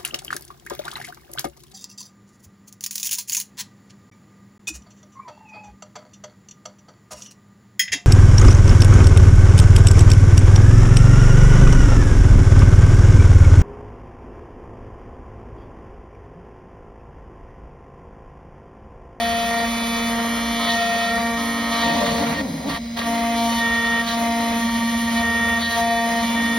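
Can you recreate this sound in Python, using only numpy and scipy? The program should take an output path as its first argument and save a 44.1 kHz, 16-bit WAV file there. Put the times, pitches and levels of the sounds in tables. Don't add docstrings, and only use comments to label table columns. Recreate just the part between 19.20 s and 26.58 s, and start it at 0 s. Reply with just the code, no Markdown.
import sys
import numpy as np
from scipy import signal
from scipy.fft import rfft, irfft, next_fast_len
from scipy.io import wavfile
from scipy.ndimage import map_coordinates

SR = 44100
rng = np.random.default_rng(int(sys.argv[2]) if len(sys.argv) > 2 else 0)


def inscribe(sig):
    pcm = np.round(np.clip(np.atleast_2d(sig).T, -1, 1) * 32767)
    wavfile.write(sys.argv[1], SR, pcm.astype(np.int16))


N = 325458
TIME = np.arange(N) / SR
SPINDLE_HZ = 231.87
REVERSAL_S = 0.016


def amp(db):
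    return np.exp(np.asarray(db) * (np.log(10) / 20))


def unit(x):
    return x / np.sqrt(np.mean(x ** 2) + 1e-20)


def along(points, hz):
    freqs, values = np.transpose(points)
    return np.interp(np.log(hz + 1), np.log(freqs + 1), values)


def wobble(rate):
    hold = 16
    knots = rng.standard_normal(int(N * rate / SR) + 4)
    return np.repeat(map_coordinates(knots, [np.arange(0, N, hold) * rate / SR]), hold)[:N]


def swell(start, end, rise, fall):
    return -10 * np.clip(np.maximum((start - TIME) / rise, (TIME - end) / fall), 0, 10)


def tone(cycles, flutter_db, drift, rate):
    phase = 2 * np.pi * (cycles - np.floor(cycles) + rng.random()) + drift * wobble(rate)
    return np.sqrt(2) * amp(flutter_db * wobble(rate)) * np.sin(phase.astype(np.float32))


def filtered(x, response):
    size = next_fast_len(N + SR // 4)
    return irfft(rfft(x, size) * response(np.fft.rfftfreq(size, 1 / SR)), size)[..., :N]


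# (frequency [Hz], side relative to mid [dB])
SIDE_SHARE = [(100, -38), (300, -9.5), (600, -2), (1150, -3), (1450, 0.5), (1900, -6.5), (2500, -27),
              (3300, -4.5), (6000, -6), (7300, -68), (8700, -1.5), (10300, -55), (12000, -5), (13400, -50),
              (15100, -14)]
def spread(pair, response):
    mid_and_side = lambda hz: np.array([np.ones_like(hz), amp(along(SIDE_SHARE, hz))])
    mid, side = filtered(pair, lambda hz: response(hz) * mid_and_side(hz))
    return unit(np.array([mid + side, mid - side]))


def noise(spectrum, gate=1, likeness=0):
    comb = lambda hz: 1 / np.abs(1 - likeness * np.exp(2j * np.pi * hz / SPINDLE_HZ))
    return spread(gate * rng.standard_normal((2, N)), lambda hz: amp(along(spectrum, hz)) * comb(hz))


def resonant(modes):
    def body(hz):
        return sum(amp(db) * np.abs(hz * width / (centre ** 2 - hz ** 2 + 1j * hz * width)) ** 2
                   for centre, width, db in modes)
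    return spread(rng.standard_normal((2, N)), body)


# (order [multiple of spindle
# speed], level [dB])
MOTOR_WHINE = [(9.16, -56.5), (9.76, -54), (10.5, -62.5), (16.7, -59), (17.27, -54), (18, -58), (21, -51),
               (21.43, -57), (22.5, -58), (27.5, -62), (63.1, -64)]
# (frequency [Hz], relative density [dB])
AIR_SPECTRUM = [(100, -10), (200, 7.5), (350, -12), (600, -0.5), (1500, -52), (1900, -3.5), (2800, -34),
                (4100, -39), (6000, -14), (11000, -28.5), (15800, -26)]
BENCH_SPECTRUM = [(20, -25), (35, -23), (50, 1.5), (72, 3), (100, -6.5), (130, -8), (250, -26), (600, -75)]
def motor(turns):
    whine = sum(amp(db) * tone(k * turns, flutter_db=1.5, drift=0.25, rate=30) for k, db in MOTOR_WHINE)
    air = amp(-41) * noise(AIR_SPECTRUM)
    bench = amp(-43 - wobble(2.5)) * noise(BENCH_SPECTRUM)
    return whine + air + bench


# (start [s], end [s], frequency [Hz], level [dB])
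FEED_TONES = [(0, 0.425, 205, -46), (0, .4, 1320, -45), (.42, 0.996, 51.7, -45), (1.116, 1.33, 65.6, -40.5),
              (1.053, 1.49, 289.6, -42.5), (1.543, 2.018, 202.5, -38), (1.55, 1.98, 1363, -38),
              (2.15, 2.65, 284.6, -38.5), (2.798, 2.875, 596, -29.5), (3.189, 3.254, 529.5, -34),
              (3.82, 4.292, 285.6, -38.5), (4.403, 4.86, 1340, -41), (4.4, 4.86, 2680, -52),
              (4.952, 5.418, 288, -41), (5.3, 5.95, 4300, -49), (5.313, 5.994, 221.7, -35),
              (5.99, 6.406, 214.5, -39), (6.01, 6.402, 1330, -42), (6.01, 6.402, 2690, -45),
              (5.984, 6.644, 79.8, -41), (6.85, 7.4, 214, -38.5), (7.164, 7.4, 286, -37.5)]
def feed_motors():
    hum = np.zeros(N)
    for start, end, hz, db in FEED_TONES:
        running = np.clip(np.minimum(TIME - start, end - TIME) / 0.016, 0, 1)
        hum += amp(db) * running * tone(hz * TIME, flutter_db=1.5, drift=0.3, rate=12)
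    return hum


# (time [s], rate [Hz])
STEP_RATES = [
    [(2.62, 279), (2.75, 306), (2.80, 202), (2.86, 279.4), (2.94, 190.7), (3.02, 288.3), (3.12, 272),
     (3.2, 297.3), (3.24, 269.5), (3.30, 169.3), (3.39, 160), (3.47, 293.7), (3.58, 264)],
    [(2.62, 193), (2.72, 157.7), (2.78, 227), (2.93, 153.3), (3.0, 231), (3.06, 162.5), (3.14, 146.8),
     (3.22, 213.5), (3.33, 281.9), (3.44, 235.4), (3.52, 160.3), (3.58, 181)],
]
def hunting_motors():
    motors_db, harmonics_db, jitter = (-33, -34.5), (0.5, -13, -12), 0.02
    hum = np.zeros(N)
    for rates, db in zip(STEP_RATES, motors_db):
        step_hz = np.interp(TIME, *np.transpose(rates)) * (1 + jitter * wobble(90))
        steps = np.cumsum(step_hz) / SR
        for k, harmonic_db in enumerate(harmonics_db, 1):
            hum += amp(db + harmonic_db) * tone(k * steps, flutter_db=2, drift=0.3, rate=70)
    return hum


# (frequency [Hz], width [Hz], relative level [dB])
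RUMBLE_MODES = [(142, 28, -5), (173, 40, -3), (208, 71, 4), (265, 31, 12)]
JUDDER_MODES = [(535, 42, -1), (580, 110, 1), (780, 280, -10.5), (984, 100, -2)]
# (frequency [Hz], relative density [dB])
RATTLE_SPECTRUM = [(30, -25), (60, 9), (110, -1), (160, -5), (270, 3.5), (345, -20), (520, -18), (800, -14),
                   (1100, -24), (1500, -30), (4000, -54)]
# (time [s], half length [s], lift [dB])
CARRIAGE_THROBS = [(3.0, 0.037, 5.5), (3.23, 0.056, 1), (3.467, 0.028, 6)]
def carriage():
    start_s, end_s, rise_s, stop_s = 2.62, 3.595, 0.047, 0.048
    moving = np.clip(np.minimum((TIME - start_s) / rise_s, (end_s - TIME) / stop_s), 0, 1)
    throb_db = sum(db * np.exp(-((TIME - at) / half) ** 2) for at, half, db in CARRIAGE_THROBS)
    jolts_db = throb_db - 1 + 1.5 * wobble(55)
    rumble = hunting_motors() + amp(-35.5) * resonant(RUMBLE_MODES) + amp(-40) * noise(RATTLE_SPECTRUM)
    step_up_db = 0.5 * np.clip(0.5 + (TIME - 2.7) / REVERSAL_S, 0, 1)
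    judder_db = np.maximum(-27.5 - 26 * np.abs(TIME - 2.84), -42)
    judder = amp(judder_db) * resonant(JUDDER_MODES)
    return moving * amp(jolts_db) * (amp(step_up_db) * rumble + judder)


# (full load [s], let go [s], rise [s per 10 dB], release [s per 10 dB],
# relative level [dB], sag [dB/s])
HEAVY_PASSES = [(0, 0.442, .02, .03, -23, 0.5), (1.61, 2.023, .28, 0.17, -23.5, 2.5),
                (2.692, 2.757, 0.098, 0.25, -23, 11), (3.875, 4.278, 0.025, .04, -26, -3.5),
                (5.017, 5.382, 0.12, 0.015, -25, 9), (6.01, 6.025, 0.073, 0.022, -26.5, 0),
                (6.575, 7.026, 0.022, 0.034, -20.5, 11)]
def load_db():
    passes = [db + swell(full, end, rise, fall) - sag * np.clip(TIME - full, 0, end - full)
              for full, end, rise, fall, db, sag in HEAVY_PASSES]
    return np.max(passes, axis=0)


CUT_FORCE = {"growl": (-34, -35.5, -34, -38.5, -43, -41.5, -49, -34.5),
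             "buzz": (-25, -41.5, -36, -38.5, -40.5, -47, -50.5, -35.5),
             "drone": (-23.5, -39.5, -33, -30.5, -37.5, -49, -46, -29),
             "hum": (-24.5, -54, -39.5, -32.5, -38.5, -55, -63, -33),
             "squeal": (-26.5, -36, -31.5, -30, -34, -39, -48, -24),
             "scrape": (-36.5, -44.5, -32.5, -36.5, -34, -43.5, -40, -32),
             "judder": (-32.5, -26.5, -24, -30, -30.5, -58, -42, -36.5),
             "skim": (-29, -72, -64, -39, -46, -65, -49, -69),
             "free": (-29, -61, -44, -53, -69, -66, -54, -64)}
CUT_SWARF = {"growl": (-36, -38, -42.5, -1.5), "buzz": (-33.5, -40, -43, 2),
             "drone": (-33.5, -36.5, -42.5, 3), "hum": (-32.5, -34.5, -42.5, 6.5),
             "squeal": (-33, -36.5, -42.5, 0.8), "scrape": (-34.5, -31, -44, 3),
             "judder": (-27, -34, -44.5, 13), "skim": (-42, -43.5, -51.5, 19), "free": (-49, -50.5, -69, 1)}
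EDGE_COLOURS = {"whining": (-45, -2, -23, -9, -5, -11, -2, -20.5, -23, -25, -17.5, -23),
                "nasal": (-13.5, -4, -9, -22, -8.5, -15.5, -4, -26, -10.5, -19, -10, -14),
                "hollow": (-9.5, -1, -18, -15, -6, -23, -7.5, -26, -11, -16, -20, -25),
                "bright": (-17, -16, -19, -28, -5.5, -32, -15, -12, -22, -22, -9, -25),
                "harsh": (-32, -10.5, -15, -9, -10.5, -8.5, -8.5, -16, -8, -32, -6.5, -23),
                "even": (-16, -6.5, -27, -16, -8.5, -9.5, -8.5, -35, -17, -11, -14, -25),
                "keen": (-33, -8.5, -6.5, -14, -7.5, -7, -4, -19, -10, -40, -10, -12),
                "reedy": (-8, -11, -11, -22, -9, -14, -10, -38, -13.5, -13, -26, -23)}
# (start [s], kind of cut,
# edge colour, order 1 [dB], orders 2-7 [dB], order 8 [dB], buzz [dB], grinding [dB], rasp [dB],
# chip hiss [dB], chatter [dB])
FEED_STROKES = [(0, "growl", "keen", 1.5, -1.5, 2.5, -30, 3, 3, 1, -50),
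                (.31, "growl", "nasal", 2.5, 1, 6, -33, 5, 3.5, -1, -55),
                (0.453, "buzz", "nasal", -2.5, 1.5, -2.5, -30, 0, 3.5, 2, -35),
                (.72, "buzz", "nasal", -1, 2, 1, -30, 0, 4.5, 2, -31.5),
                (.92, "buzz", "even", -1, 4.5, 0.5, -32, 1, 3.5, 0.5, -34.5),
                (1.08, "buzz", "even", -2, 0.5, 0, -28.5, 0.5, 1.5, 1.5, -33),
                (1.39, "buzz", "even", -3.5, -0.5, 0, -29.5, 1.5, 6, 2, -24.5),
                (1.49, "drone", "bright", -5.5, -2, 3, -28, -0.5, 6.5, 0.5, -31),
                (1.56, "growl", "keen", 0.5, -3, 7, -30, 3.5, 5, -1, -33),
                (1.91, "growl", "nasal", 3.5, 0, 10, -31.5, 3, 1.5, -3, -39),
                (1.98, "drone", "hollow", -7, -1, -11, -34, 4.5, -1.5, -0.5, -46),
                (2.02, "buzz", "hollow", -2.5, 4, 4, -34, -0.5, 3.5, -2, -50),
                (2.17, "buzz", "even", -2.5, 0.5, 3.5, -30, 0, 2.5, 0.5, -27.5),
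                (2.52, "scrape", "even", 7.5, 1.5, 0.5, -26, 2, -1.5, 1, -26),
                (2.63, "drone", "keen", -3, 2.5, 5.5, -31.5, 5, 7, -2.5, -48),
                (2.71, "drone", "keen", -8, -1.5, -3, -32, 3.5, 6.5, -4.5, -48),
                (2.82, "judder", "harsh", 1, -6, -1.5, -33.5, -3.5, 3.5, -0.5, -41),
                (3.04, "buzz", "even", -1.5, 3, -18, -34.5, 4, 6.5, -1.5, -49),
                (3.14, "buzz", "harsh", -14, -4, 5.5, -33.5, 2, 6.5, -9, -57),
                (3.219, "skim", "even", -8, -8.5, 12, -47.5, -1, 2, 0.5, -59),
                (3.477, "scrape", "harsh", -25, -3.5, -3.5, -34, 2, -6, -3, -52),
                (3.584, "free", "even", -2.5, -6, 0, -56, 1, 6.5, -4, -72),
                (3.766, "scrape", "harsh", 4.5, -5, -5.5, -33, 1.5, -5.5, -2, -52),
                (3.86, "drone", "reedy", -2.5, -1.5, -9, -30, 0, -1, -0.5, -62),
                (4.16, "drone", "even", -1, 1, -12, -28, -1.5, 3, 1, -60),
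                (4.289, "hum", "bright", -0.5, 1.5, -1.5, -26, -0.5, 1.5, 1, -47),
                (4.4, "squeal", "whining", -2, -2.5, 2, -31.5, -0.5, 3, -2.5, -40),
                (4.821, "scrape", "keen", 8, -1.5, -10, -36, 0.5, -5, 0, -56),
                (4.87, "scrape", "harsh", 6.5, 1.5, 0, -30.5, 2, 1.5, -0.5, -56),
                (4.95, "drone", "reedy", -2, -1, -6, -30, 0, 0.5, 0, -60),
                (5.418, "hum", "even", 1, 0.5, -0.5, -31, -1.5, -1.5, 0, -50),
                (5.95, "hum", "nasal", 0.5, 2, 1, -28.5, 1, 0, 0.5, -52),
                (6.02, "squeal", "whining", -1.5, -2.5, 2, -32.5, 0, -1.5, -0.5, -46),
                (6.387, "scrape", "keen", 8.5, -2, -3.5, -34.5, 2.5, -1, -1, -55),
                (6.43, "scrape", "harsh", 7.5, -5, 6.5, -36, -4, -2.5, -0.5, -56),
                (6.495, "scrape", "harsh", 2, 1.5, 5.5, -32.5, 0.5, -0.5, 2, -56),
                (6.565, "drone", "keen", -10, 3.5, -3, -37, 5, 5, 4, -60),
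                (6.611, "drone", "nasal", -4.5, 1, 2, -31, -1.5, -2, -0.5, -56),
                (6.85, "drone", "reedy", -3.5, 0, -0.5, -30, 1, 1.5, 0, -58),
                (7.025, "hum", "whining", 0, 0.5, -7, -32, -0.5, 1, 0.5, -60),
                (7.16, "squeal", "whining", 1.5, -5, -0.5, -33, 0, 1.5, -0.5, -34)]
def cutting_levels():
    trims = stroke_by_stroke([row[3:] for row in FEED_STROKES], REVERSAL_S)
    first_trim, middle_trim, eighth_trim, buzz, grind_trim, rasp_trim, chip_trim, chatter = trims
    kinds = [row[1] for row in FEED_STROKES]
    first, *middle, eighth = stroke_by_stroke([CUT_FORCE[kind] for kind in kinds], blend_s=0.028)
    grind, rasp, chip, ripple = stroke_by_stroke([CUT_SWARF[kind] for kind in kinds], REVERSAL_S)
    edge = stroke_by_stroke([EDGE_COLOURS[row[2]] for row in FEED_STROKES], blend_s=0.059)
    flare_s, flare_db = 0.022, (0, 5, 2, 4, 3, -1)
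    changes = [new[0] for old, new in zip(FEED_STROKES, FEED_STROKES[1:]) if new[1] != old[1]]
    flare = sum(np.clip(1 - np.abs(TIME - at) / flare_s, 0, 1) for at in changes)
    second, third, *higher = [db + middle_trim + lift * flare for db, lift in zip(middle, flare_db)]
    return dict(first=first + first_trim, middle=[second, np.maximum(third, load_db()), *higher],
                eighth=eighth + eighth_trim, ripple=ripple, edge=edge, buzz=buzz, chatter=chatter,
                grind=grind + grind_trim, rasp=rasp + rasp_trim, chip=chip + chip_trim)


def stroke_by_stroke(rows, blend_s):
    hold = 32
    rows = np.array(rows, float)
    starts = np.array([[row[0]] for row in FEED_STROKES[1:]])
    entered = np.clip(0.5 + (TIME[::hold] - starts) / blend_s, 0, 1)
    curves = rows[0][:, None] + np.diff(rows, axis=0).T @ entered
    return np.repeat(curves, hold, axis=1)[:, :N]


def spindle(cut):
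    unloaded = np.clip((-37 - cut["grind"]) / 10, 0, 1)
    speed_hz = SPINDLE_HZ + 0.7945 * unloaded + 0.1398 * wobble(5) + 0.095 * wobble(20)
    return np.cumsum(speed_hz) / SR


def bites(turns, sharpness, scatter_db):
    sizes = amp(scatter_db * rng.standard_normal(int(turns[-1]) + 2))
    return sizes[turns.astype(int)] * np.exp(-sharpness * (1 + np.cos(2 * np.pi * turns)))


# (time [s], level [dB], time to fall 60 dB [s])
EDGE_CATCHES = [(3.497, -27.5, 0.16), (3.549, -28, 0.08), (3.772, -28, 0.2), (3.79, -29, 0.08)]
# (frequency [Hz], relative density [dB])
CATCH_SPECTRUM = [(150, -4), (700, -2), (1200, -1), (1500, -13), (2000, -6), (2800, -7), (4200, -3),
                  (6000, -18), (14000, -20)]
def catches(turns):
    dig_in_s = 0.005
    bursts = sum(np.clip(1 + (TIME - at) / dig_in_s, 0, 1) * amp(db - 60 * np.abs(TIME - at) / t60)
                 for at, db, t60 in EDGE_CATCHES)
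    return bursts * noise(CATCH_SPECTRUM, 0.46 + bites(turns, sharpness=1.08, scatter_db=1.5))


# (frequency [Hz], relative density [dB])
GRIND_SPECTRUM = [(110, -10), (190, 6), (270, 0), (350, -7.5), (580, 7), (810, 1), (1050, 5.5), (1280, 3),
                  (1520, -1.5), (1740, -1.5), (1950, 8), (2220, -2), (2430, 0.5), (2700, -1.5), (3200, -7),
                  (6000, -24)]
RASP_SPECTRUM = [(1500, -27), (2600, -3.5), (3150, -0.5), (3600, -1), (4050, 3.5), (4550, -4), (5200, -6.5),
                 (5700, -8), (6300, -4), (9000, -16.5)]
CHIP_SPECTRUM = [(2500, -16), (4000, 1), (5400, 2), (6400, 11), (7400, -3), (8400, 2), (10200, 5),
                 (11300, 11), (12400, -3), (13600, 5.5), (15800, -5.5)]
def swarf(turns, cut):
    grind = amp(cut["grind"] + 1.3 + 0.9 * wobble(18)) * noise(
        GRIND_SPECTRUM, 0.45 + bites(turns, sharpness=1.4, scatter_db=3), likeness=0.34)
    rasp = amp(cut["rasp"] - 1.5 + 0.9 * wobble(23)) * noise(
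        RASP_SPECTRUM, 1.3 + bites(turns + 0.4, sharpness=0.6, scatter_db=3.5), likeness=0.44)
    hiss = amp(cut["chip"] + 3.5 + 1.23 * wobble(21)) * noise(
        CHIP_SPECTRUM, 0.69 + bites(turns + 0.5, sharpness=0.65, scatter_db=2), likeness=0.36)
    strikes = np.diff(np.floor(turns), prepend=0) * amp(1.82 * rng.standard_normal(N))
    ring_time, ring_t60_s = TIME[:SR // 80], 0.0097
    shank_ring = rng.standard_normal(len(ring_time)) * amp(-60 * ring_time / ring_t60_s)
    chip_treble = lambda hz: amp(along(CHIP_SPECTRUM, hz)) * hz ** 4 / (hz ** 4 + 6000 ** 4)
    ticks = unit(filtered(signal.fftconvolve(strikes, shank_ring)[:N], chip_treble))
    return grind + rasp + hiss + amp(cut["chip"] - 4.5) * ticks


# (frequency [Hz], width [Hz], relative level [dB])
CLAMP_MODES = [(1892, 150, 0)]
def clamp(turns, cut):
    ripple_hz = 15
    depth_db = cut["ripple"] * (0.92 + 0.2 * wobble(9))
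    ripple_db = depth_db * np.sin(2 * np.pi * ripple_hz * TIME + 2.8 * wobble(3.7))
    low = amp(cut["first"] + 1 + 0.19 * wobble(18)) * tone(turns, flutter_db=-0.8, drift=0.026, rate=100)
    middle = sum(amp(db - 0.94 + 0.8 * wobble(7)) * tone(k * turns, flutter_db=0.8, drift=0.05, rate=40)
                 for k, db in enumerate(cut["middle"], 2))
    eighth = tone(8 * turns, flutter_db=0.6, drift=0.05, rate=40)
    squeal = amp(cut["eighth"] - 0.6 + ripple_db + 0.4 * wobble(6)) * eighth
    ring = amp(cut["grind"] - 12) * resonant(CLAMP_MODES)
    return low + middle + squeal + ring


# (time [s], rise [s per 10 dB], fall [s per 10 dB], level [dB], leading order)
CORNER_SQUEALS = [(.40, .04, .04, -41, 20), (1.50, .13, .05, -28.7, 15), (2.0, .03, .05, -41, 20),
                  (2.64, .13, .08, -32, 17), (2.88, .06, .1, -35, 19), (4.40, .06, .025, -34, 15),
                  (4.895, .04, .05, -33, 17), (5.98, .06, .03, -38, 13), (6.425, .02, .025, -33.5, 19),
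                  (6.46, .025, .02, -32, 17), (6.51, .015, .04, -33.5, 17), (6.57, .025, .03, -38, 14),
                  (7.01, .04, .03, -41, 18)]
# (order, level relative to the leading one [dB])
SQUEAL_ORDERS = [(13, -7), (14, -9), (15, -5), (16, -9), (17, -3), (18, -9), (19, -7), (20, -13)]
def squeals():
    swells = [(amp(db + swell(at, at, rise, fall)), lead) for at, rise, fall, db, lead in CORNER_SQUEALS]
    return {k: sum(size * (1 if k == lead else amp(db)) for size, lead in swells)
            for k, db in SQUEAL_ORDERS}


# (order, relative level [dB])
BUZZ_OVERTONES = [(21, -16), (22, -20), (23, -21), (24, -22), (25, -27), (26, -25), (27, -19.5)]
# (order [multiple of spindle speed], relative level [dB])
CHATTER_TONES = [(2.6, -14.5), (3.5, -14.5), (4.5, -9), (5.5, -6.5), (9.5, -10.5)]
def cutter(turns, cut):
    ringing, strength = squeals(), amp(cut["buzz"] - 2.5)
    buzz = np.zeros(N)
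    for k, db in list(enumerate(cut["edge"], start=9)) + BUZZ_OVERTONES:
        size = np.hypot(strength * amp(db), ringing.get(k, 0))
        buzz += size * amp(0.9 * wobble(6)) * tone(k * turns, flutter_db=0.9, drift=0.25, rate=46)
    chatter = sum(amp(db) * tone(k * turns, flutter_db=0.8, drift=0.28, rate=21)
                  for k, db in CHATTER_TONES)
    return buzz + amp(cut["chatter"] - 3.5) * chatter


def scene():
    cut = cutting_levels()
    turns = spindle(cut)
    milling = clamp(turns, cut) + cutter(turns, cut) + swarf(turns, cut) + catches(turns)
    return milling + feed_motors() + carriage() + motor(turns)


# (frequency [Hz], lead of the left [rad])
PORT_PHASE = [(200, 0), (1150, 0), (1500, -.7), (2280, .1), (2520, 2.2), (2850, 1.9), (3200, .4),
              (5500, .4), (6300, 2.1), (6850, 3.0), (7300, 3.14), (7900, 3.2), (8700, 4.2), (9700, 6.2),
              (11200, 6.5), (12500, 9), (13100, 9.35), (13800, 9.5), (14800, 10.3), (15400, 12.2)]
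# (frequency [Hz], left minus right [dB])
PORT_BALANCE = [(110, 0), (260, -.6), (460, 3.4), (930, 2.2), (1160, -.7), (1600, -1), (2080, -2),
                (2500, -5), (2800, -1.5), (3020, -2), (3250, 1.5), (3850, 3), (4180, -2.5), (4450, .3),
                (5200, -.6), (7000, 0)]
def record(dry):
    band_limit_hz = 15800
    left = lambda hz: np.exp(0.5j * along(PORT_PHASE, hz)) * amp(along(PORT_BALANCE, hz) / 2)
    return filtered(dry, lambda hz: np.array([left(hz), 1 / left(hz)]) * (hz < band_limit_hz))


dry = scene()
out = record(dry)
inscribe(out)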